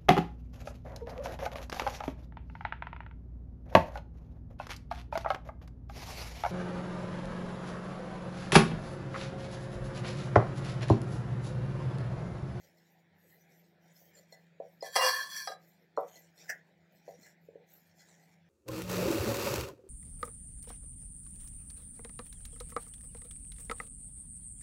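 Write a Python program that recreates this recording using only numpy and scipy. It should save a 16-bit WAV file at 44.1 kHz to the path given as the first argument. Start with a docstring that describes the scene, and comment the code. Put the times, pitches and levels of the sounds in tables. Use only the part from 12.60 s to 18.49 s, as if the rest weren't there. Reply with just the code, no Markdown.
"""Fingers rub butter into flour in a ceramic bowl all the way through: noise grains hiss as powder and crumbs.
Fingernails soon tick the bowl's wall, then its foot starts to knock on the stone: both are ringing resonances.
A little after two seconds a steel bowl is shoved aside: it bumps, grinds, glides and rings by stick and slip.
Later the ceramic foot twice skids on grit with a short squeak, made of grains and resonances.
A fridge hum of wavering tones and soft noise lie under it all, in a small, hard room."""
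import sys
import numpy as np
from scipy import signal
from scipy.fft import rfft, irfft, next_fast_len
from scipy.io import wavfile
from scipy.ndimage import map_coordinates

SR = 44100
rng = np.random.default_rng(int(sys.argv[2]) if len(sys.argv) > 2 else 0)


def store_pcm(level_fs):
    """Save levels as 16-bit WAV."""
    pcm = np.round(np.clip(level_fs, -1, 1) * 32767).astype(np.int16)
    wavfile.write(sys.argv[1], SR, np.atleast_2d(pcm).T)


N = 259749  # length in samples
T = np.arange(N) / SR  # time [s]

# Levels in the tables are those of each sound before the room adds its echo.

# sweeps of the fingers through the flour: (start [s], length [s], powder hiss [dB], crumbs [dB])
FINGER_SWEEPS = [(0.0, 0.062, -72, -66), (0.14, 0.25, -76, -74), (0.561, 0.22, -75, -76.5),
                 (0.66, 0.19, -67, -70), (0.883, 0.19, -70.5, -73), (1.208, 0.076, -79, -71.5),
                 (1.331, 0.13, -63, -66.5), (1.54, 0.033, -66, -60.5), (1.677, 0.15, -76, -70.5),
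                 (2.014, 0.43, -77, -77.5), (2.993, 0.22, -76, -74), (3.379, 0.1, -74.5, -71),
                 (3.455, 0.2, -64, -61.5), (3.756, 0.18, -64, -61), (4.03, 0.04, -79.5, -80),
                 (4.328, 0.083, -73, -73.5), (4.453, 0.065, -72, -62.5), (4.593, 0.053, -59.5, -58.5),
                 (4.81, .045, -78, -88), (5.082, 0.095, -62.5, -66.5), (5.22, 0.098, -79, -72.5),
                 (5.365, 0.059, -70, -63), (5.453, 0.27, -76.5, -64)]
# tone of the hissing powder: (frequency [Hz], relative level [dB])
POWDER_SPECTRUM = [(6000, -29.5), (8000, -14), (9800, -19), (11200, -8.5), (12200, 2.5), (13200, -0.5),
                   (14200, -3), (15600, -3.5)]
# tone of the breaking crumbs: (frequency [Hz], relative level [dB])
CRUMB_SPECTRUM = [(250, -2.5), (600, 9.5), (1150, -8), (1900, 6.5), (2800, -5.5), (3600, 0), (4300, -4),
                  (5000, -0.5), (5700, 4.5), (6300, -1), (7000, 4.5), (8200, -6), (10000, -14)]
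KNEAD_POWDER_DB, KNEAD_CRUMBS_DB = -105, -91.5  # fingertips keep working between sweeps
POWDER_RELEASE_S, CRUMB_RELEASE_S = 0.11, 0.13  # fade after a sweep


def flour():
    """Powder hisses and buttery crumbs break as the fingers sweep through them."""
    powder_power = undb(KNEAD_POWDER_DB) ** 2
    crumb_power = undb(KNEAD_CRUMBS_DB) ** 2
    for start, length, powder_db, crumb_db in FINGER_SWEEPS:
        powder_power = powder_power + (undb(powder_db) * sweep(start, length, POWDER_RELEASE_S)) ** 2
        crumb_power = crumb_power + (undb(crumb_db) * sweep(start, length, CRUMB_RELEASE_S)) ** 2
    # the level of both also flutters at random
    powder = colour(grains(rate=11000, spread_db=3.5), POWDER_SPECTRUM)
    powder = powder * np.sqrt(powder_power) * undb(4.2 * walk(22))
    crumbs = colour(grains(rate=3000, spread_db=-1.5), CRUMB_SPECTRUM)
    crumbs = crumbs * np.sqrt(crumb_power) * undb(1.7 * walk(35))
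    wall = undb(-24.5) * excite(crumbs, ring(WALL_MODES))
    rub = shimmer(powder + crumbs + wall, depth_db=5.5, rate=22, band_hz=260)
    return room(rub, wet_db=-8)


SWEEP_ATTACK_S, SWEEP_SAG_DB_PER_S = 0.074, 37


def sweep(start, length, release_s):
    """One sweep swells round its start, sags as the flour gives way, and dies as the crumbs settle."""
    t = T - start
    swell = np.clip(t / SWEEP_ATTACK_S + 0.5, 0, 1)
    sag = undb(-SWEEP_SAG_DB_PER_S * np.clip(t, 0, length))
    fade = np.clip(1 - (t - length) / release_s, 0, 1)
    return (swell * fade) ** 2 * sag


# resonances of the ceramic bowl rocking on its foot: (frequency [Hz], width [Hz], relative level [dB])
FOOT_RESONANCES = [(358, 100, -16), (509, 50, -7), (564, 75, 2.5), (633.4, 32, 3.5), (756.6, 42, 1),
                   (1013, 98, 0.5), (1131, 110, -1), (1254, 230, -1.5)]
# knocks of the foot on the stone: (time [s], peak level [dB], contact cut-off [Hz])
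FOOT_KNOCKS = [(1.415, -56.5, 810), (1.724, -47, 793), (2.001, -30, 690), (2.226, -28, 820),
               (2.361, -23, 1260), (2.368, -23.5, 950), (2.876, -57, 760.3), (2.902, -36.5, 752),
               (3.376, -18.5, 1360), (3.382, -19.5, 710), (3.558, -54.5, 784), (4.479, -37, 740),
               (4.489, -36.5, 704), (4.588, -55, 244), (4.886, -42, 480), (4.955, -39.5, 485)]


def knocks():
    """The bowl tips and lands on the counter; a softer landing leaves only the low resonances."""
    out = np.zeros(N)
    foot = butter(ring(FOOT_RESONANCES, swell_s=0.0014), 380, "high", order=4)
    for time_s, db, contact_hz in FOOT_KNOCKS:
        thud = butter(foot, contact_hz, "low", order=8)
        add(out, time_s - 0.002, peak(thud, db))  # starts 2 ms early, as the thud takes time to swell
    return room(out, wet_db=-9.5)


# resonances of the ceramic bowl's wall, which crumbs also ring: (frequency [Hz], width [Hz], relative level [dB])
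WALL_MODES = [(1995, 19, -2), (4253, 35, 2), (5600, 160, -10), (6910, 110, -10.5), (7300, 40, -17.5),
              (8100, 88, -16.5), (10500, 61, -23), (13300, 80, -26.5)]
# fingernails on the wall: (time [s], peak level [dB])
NAIL_TICKS = [(.182, -63.5), (1.363, -63.5), (1.572, -56), (1.724, -44.5), (2.224, -38), (3.366, -52),
              (3.557, -48), (3.778, -54.5), (4.482, -58.5), (4.630, -51.5), (4.648, -55), (5.394, -56),
              (5.407, -55)]


def ticks():
    """Fingernails ring the ceramic wall, cushioned by flour."""
    out = np.zeros(N)
    wall = ring(WALL_MODES, swell_s=0.0009)
    for time_s, db in NAIL_TICKS:
        add(out, time_s, peak(wall, db))
    return room(out, wet_db=0.5)


# skids of the ceramic foot on grit: (time of the height [s], level of the push [dB],
# rise [s], fall [s]); rise and fall are exponential time constants
FOOT_SKIDS = [(3.9, -33, 0.0054, 0.0085), (4.667, -53, 0.0033, 0.0049)]
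# tone of the crunching grit: (frequency [Hz], relative level [dB])
GRIT_SPECTRUM = [(300, -38), (640, -11), (1150, -27.5), (1650, -1), (1950, -1.5), (2350, -15.5),
                 (2700, -10.5), (3600, -44), (5700, -8.5), (6400, -18), (7100, -13), (9500, -29),
                 (12000, -24), (15600, -23)]
# resonances of the foot's brief squeak: (frequency [Hz], width [Hz], relative level [dB])
SQUEAK_RESONANCES = [(1709, 22, -8), (1917, 36, -5.5), (2021, 73, -7)]


def skids():
    """Grit crunches under the foot of the bowl and sets off a short squeak."""
    push = np.zeros(N)
    for height_s, db, rise_s, fall_s in FOOT_SKIDS:
        push += undb(db) * np.exp(-np.maximum((height_s - T) / rise_s, (T - height_s) / fall_s))
    crunch = push * colour(grains(rate=10000, spread_db=1), GRIT_SPECTRUM)
    squeak = undb(-11) * excite(crunch, ring(SQUEAK_RESONANCES))
    rough = shimmer(undb(-1.5) * crunch, depth_db=2, rate=30, band_hz=420)
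    return room(rough + squeak, wet_db=-8.5)


# resonances of the steel bowl: (frequency [Hz], width [Hz], then relative levels:
# biting into the stone [dB], gliding [dB], ringing free [dB])
STEEL_RESONANCES = [(520.6, 31, -9, -28.5, -11.5), (622, 55, -16, -25.5, -12.5), (742, 79, -9, -28, -1.5),
                    (1038.4, 55, 2, -18.5, -36), (1073.6, 42.7, -11, -6.5, -36),
                    (1234, 67, -13.5, -32, -6.5), (1625, 34, -20, -5.5, -3.5), (1739, 38, -3.5, -0.5, -20),
                    (1965, 85, -8.5, -27, -21.5), (2378, 100, -17.5, -24.5, -29.5),
                    (2792, 14, -6, -46, -37.5), (3312, 65, -15.5, -11.5, -18.5), (3965, 16, -19, -20.5, -4),
                    (4254, 26, -11.5, -7, -21.5), (4553, 150, -11.5, -11, -17.5), (5053, 40, -4, -18, -7.5),
                    (5630, 28, -10, -12.5, -13.5), (5780, 140, -19.5, -15.5, -24.5),
                    (6345, 30, -14.5, -21, -43), (6770, 34, -26, -33, -46.5), (7350, 37, -23.5, -18, -36.5),
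                    (7780, 300, -21.5, -28.5, -38.5), (8270, 61, -14, -33, -36.5),
                    (9230, 200, -25.5, -23, -50), (10140, 96, -22, -27, -43.5), (10120, 13, -9, -39, -47),
                    (11020, 100, -23, -22, -43.5), (12800, 890, -30.5, -32.5, -48.5),
                    (13930, 40, -21.5, -31, -42.5), (16400, 66, -3, -31.5, -39)]
# shove of the steel bowl: (time [s], level of the force [dB], weight on the stone [0-1])
STEEL_SHOVE = [(2.22, -60, .3), (2.255, -41, .2), (2.312, -54.5, .2), (2.335, -39.5, .2),
               (2.353, -38.5, .2), (2.362, -20.5, 0.99), (2.398, -28, 1), (2.42, -20.5, 1),
               (2.485, -25, .85), (2.535, -33, 0.62), (2.6, -35.5, .5), (2.68, -47, 0.33),
               (2.75, -34, 0.14), (2.81, -36, .1), (2.9, -50, 0.08), (2.94, -59, 0.45)]
# bumps of the steel bowl as it starts and stops: (time [s], peak level before the bass cut [dB], bite [0-1])
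STEEL_BUMPS = [(2.355, -18.5, 0.78), (2.360, -13.5, 0.73), (2.873, -25, 0.32), (2.917, -36, 0.01)]
# fingernails touch the steel rim: (time [s], peak level before the bass cut [dB], ring [Hz], width [Hz])
RIM_TOUCHES = [(2.207, -47, 5040, 27.9), (2.26, -52, 4177, 70.8)]
BITE_POWER = 4.5  # the base only digs in under nearly full weight
# gain of the glide's low resonances: with no weight, how much full weight would add, and the highest gain
BODY_LIGHT_DB, BODY_WEIGHT_DB, BODY_MAX_DB = -15, 51.5, 5.5


def steel_bowl():
    """The shoved bowl grinds under full weight, glides as it is eased, and bumps as it starts and stops."""
    db, weight = curves(STEEL_SHOVE)
    weight = np.clip(weight, 0, 1)
    bite = weight ** BITE_POWER
    moving = (T > STEEL_SHOVE[0][0]) * (T < STEEL_SHOVE[-1][0])
    force = stick_slip(db, weight, bite) * moving
    hz, width, biting_db, gliding_db, free_db = np.transpose(STEEL_RESONANCES)
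    grind = excite(force * np.sqrt(bite), steep_ring(hz, width, biting_db))
    rasp = undb(-25.5) * butter(force * bite, 7000, "low", order=1)
    hiss = undb(-12.5) * butter(force, 12500, "high", order=8)
    glide = excite(force * np.sqrt(1 - bite), steep_ring(hz, width, gliding_db))
    # filtered forwards, then backwards, so the low part stays in step with the glide
    body = butter(glide, 1380, "low", order=6)
    body = butter(body[::-1], 1380, "low", order=6)[::-1]
    body_db = np.minimum(BODY_LIGHT_DB + BODY_WEIGHT_DB * weight, BODY_MAX_DB)
    glide = glide + (undb(body_db) - 1) * body
    # the point of contact wanders round the base: it bends the pitch and favours now one mode, now another
    speed_change = (0.007 - 0.005 * bite) * walk(18) * moving
    bent_time = T + np.cumsum(speed_change) / SR
    scrape = np.interp(bent_time, T, grind + glide + rasp + hiss)
    out = shimmer(scrape, depth_db=3, rate=22, band_hz=220)
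    for time_s, bump_db, held in STEEL_BUMPS:
        modes_db = free_db + np.clip(held, 0, 1) * (biting_db - free_db)
        add(out, time_s, peak(steep_ring(hz, width, modes_db), bump_db))
    for time_s, tap_db, tap_hz, tap_width in RIM_TOUCHES:
        add(out, time_s, peak(ring([(tap_hz, tap_width, 0)], swell_s=0.003), tap_db))
    return room(butter(out, 470, "high", order=4), wet_db=-8)


GLIDE_SLIP_HZ, BITE_SLIP_HZ = 88.5, 257.4  # slips a second with no weight and with full weight, before jitter
TREBLE_HZ = 3500  # a light contact brightens the scrape above this
TREBLE_LOUD_DB, TREBLE_SLOPE = -2.5, 0.43  # treble against the rest at the hardest push; dB more per dB softer


def stick_slip(db, weight, bite):
    """Each slip under the steel is a jolt and a burst of grit; faster with weight, brighter when soft."""
    slip_hz = GLIDE_SLIP_HZ + (BITE_SLIP_HZ - GLIDE_SLIP_HZ) * weight
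    jitter = np.exp((0.03 + 0.3 * bite) * walk(150))
    phase = np.cumsum(slip_hz * jitter) / SR  # counts slips
    slips = np.diff(np.floor(phase), prepend=0)
    jolts = unit(slips / np.sqrt(slip_hz) * undb(2 * walk(200)))
    grit = unit(grains(rate=9000, spread_db=0.5) * np.exp(-(phase % 1) / 0.55))  # fades after each slip
    force = unit(0.31 * jolts + grit) * undb(db)
    treble = undb(TREBLE_LOUD_DB + TREBLE_SLOPE * (db.max() - db))
    low = butter(force, TREBLE_HZ, "low", order=1)
    # the division holds the level roughly steady as the treble changes
    return (low + treble * (force - low)) / np.sqrt(1.5 + 0.72 * treble ** 2)


# steady tones of the fridge: (frequency [Hz], level before wavering [dB])
FRIDGE_TONES = [(91.5, -87), (149, -85.5), (167.2, -70), (193.8, -80), (242.2, -92), (339.1, -86.5)]
# tone of the room noise: (frequency [Hz], relative level per Hz [dB])
AIR_SPECTRUM = [(50, -36), (90, -22.5), (120, -13.5), (170, -13), (250, -14.5), (480, -12), (780, -12),
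                (1150, -30.5), (1700, -15), (2400, -18.5), (2700, -27), (4000, -28), (9900, -52.5),
                (15500, -42.5)]
AIR_DB = -71


def kitchen():
    """A fridge hum of tones wavering in level and phase, over soft room noise."""
    hum = np.zeros(N)
    for hz, db in FRIDGE_TONES:
        level = undb(db + 4.5 * walk(13)) * np.sqrt(2)
        hum += level * np.sin(2 * np.pi * hz * T + 0.4 * walk(12))
    air = shimmer(colour(rng.standard_normal(N), AIR_SPECTRUM), depth_db=3.1, rate=23, band_hz=200)
    return hum + undb(AIR_DB) * air


ROOM_T60_S, ROOM_TREBLE_T60_S = 0.23, 0.1  # time to fall by 60 dB, below and above 2000 Hz


def room(x, wet_db):
    """Direct sound plus the short wash of tiles and cupboards, whose treble dies sooner."""
    t = T[:SR // 2]
    wash = rng.standard_normal(len(t)) * np.clip((t - 0.005) / 0.0028, 0, 1)
    low = butter(wash, 2000, "low")
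    tail = low * undb(-60 * t / ROOM_T60_S) + (wash - low) * undb(-60 * t / ROOM_TREBLE_T60_S)
    return x + undb(wet_db) * excite(x, tail)


def shimmer(x, depth_db, rate, band_hz):
    """Moving contacts and reflections: neighbouring bands swell and fade on their own."""
    f, t, z = signal.stft(x, SR, nperseg=512)
    field = rng.standard_normal((256, 512))
    where = np.meshgrid(f / band_hz, t * rate, indexing="ij")
    swell = map_coordinates(field, where, order=1, mode="wrap")
    gain = undb(1.5 * depth_db * swell)  # 1.5 makes up for the spread lost by blending the field
    return signal.istft(z * gain / np.sqrt(np.mean(gain ** 2)), SR, nperseg=512)[1][:N]


def ring(modes, swell_s=0.):
    """Resonances (Hz, width Hz, peak dB) set off by one tap; a soft contact takes a moment to swell."""
    t = T[:SR // 2]
    onset = 1 - np.exp(-t / max(swell_s, 1 / SR))
    tones = sum(undb(db) * width * np.exp(-np.pi * width * t) * np.cos(2 * np.pi * hz * t)
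                for hz, width, db in modes)
    return onset * tones


def steep_ring(hz, width, db):
    """Each resonance applied twice: narrow bands with dark valleys between them."""
    t = T[:SR // 2]
    # 1.55 keeps the doubled resonance as wide as its setting says
    return sum(undb(d) * w ** 2 * t * np.exp(-1.55 * np.pi * w * t) * np.cos(2 * np.pi * f * t)
               for f, w, d in zip(hz, width, db))


def excite(force, response):
    """Drive a response, scaled to unit energy, with a force."""
    return signal.fftconvolve(force, response / np.linalg.norm(response))[:N]


def grains(rate, spread_db):
    """Tiny clicks of uneven size at random moments, about `rate` a second; rms 1."""
    sizes = undb(spread_db * np.minimum(rng.exponential(size=N), 5))
    return unit((rng.random(N) < rate / SR) * sizes * rng.standard_normal(N))


def walk(rate):
    """Random wander of spread a little under 1: straight lines between `rate` random values a second."""
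    knots = rng.standard_normal(4096)
    return np.interp(T * rate, np.arange(len(knots)), knots)


def colour(x, points):
    """Filter by a spectrum of (Hz, dB) points; rms 1."""
    hz, db = np.transpose(points)
    size = next_fast_len(len(x))
    f = np.arange(size // 2 + 1) * SR / size + 1  # 1 Hz up, to avoid log(0)
    skirt = np.minimum(f / hz[0], 1) ** 2  # fades out below the first point
    gain = skirt * undb(np.interp(np.log(f), np.log(hz), db))
    return unit(irfft(rfft(x, size) * gain, size)[:len(x)])


def butter(x, hz, kind, order=2):
    """Low-pass or high-pass."""
    return signal.sosfilt(signal.butter(order, min(hz, SR / 2 - 1), kind, fs=SR, output="sos"), x)


def curves(rows):
    """Each column of a table after the time, joined by straight lines in time."""
    time_s, *columns = np.transpose(rows)
    return [np.interp(T, time_s, column) for column in columns]


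def add(track, time_s, sound):
    """Mix a sound in at a time in seconds."""
    i = max(int(time_s * SR), 0)
    track[i:i + len(sound)] += sound[:N - i]


def peak(x, db):
    """Scale to a peak level."""
    return x * undb(db) / np.abs(x).max()


def unit(x):
    """Scale to rms 1."""
    return x / np.sqrt(np.mean(x ** 2) + 1e-24)


def undb(db):
    """Decibels to gain."""
    return 10 ** (np.asarray(db) / 20)


def scene():
    """Everything on the counter, heard from just above it."""
    return (flour() + knocks() + ticks() + skids() + steel_bowl() + kitchen())[None]


def record(dry):
    """The microphone drops the deep bass and the very top."""
    top = signal.ellip(10, 0.1, 80, 15750, fs=SR, output="sos")  # steep low-pass at 15750 Hz
    return signal.sosfilt(top, butter(dry, 58, "high"))


dry = scene()
out = record(dry)
store_pcm(out)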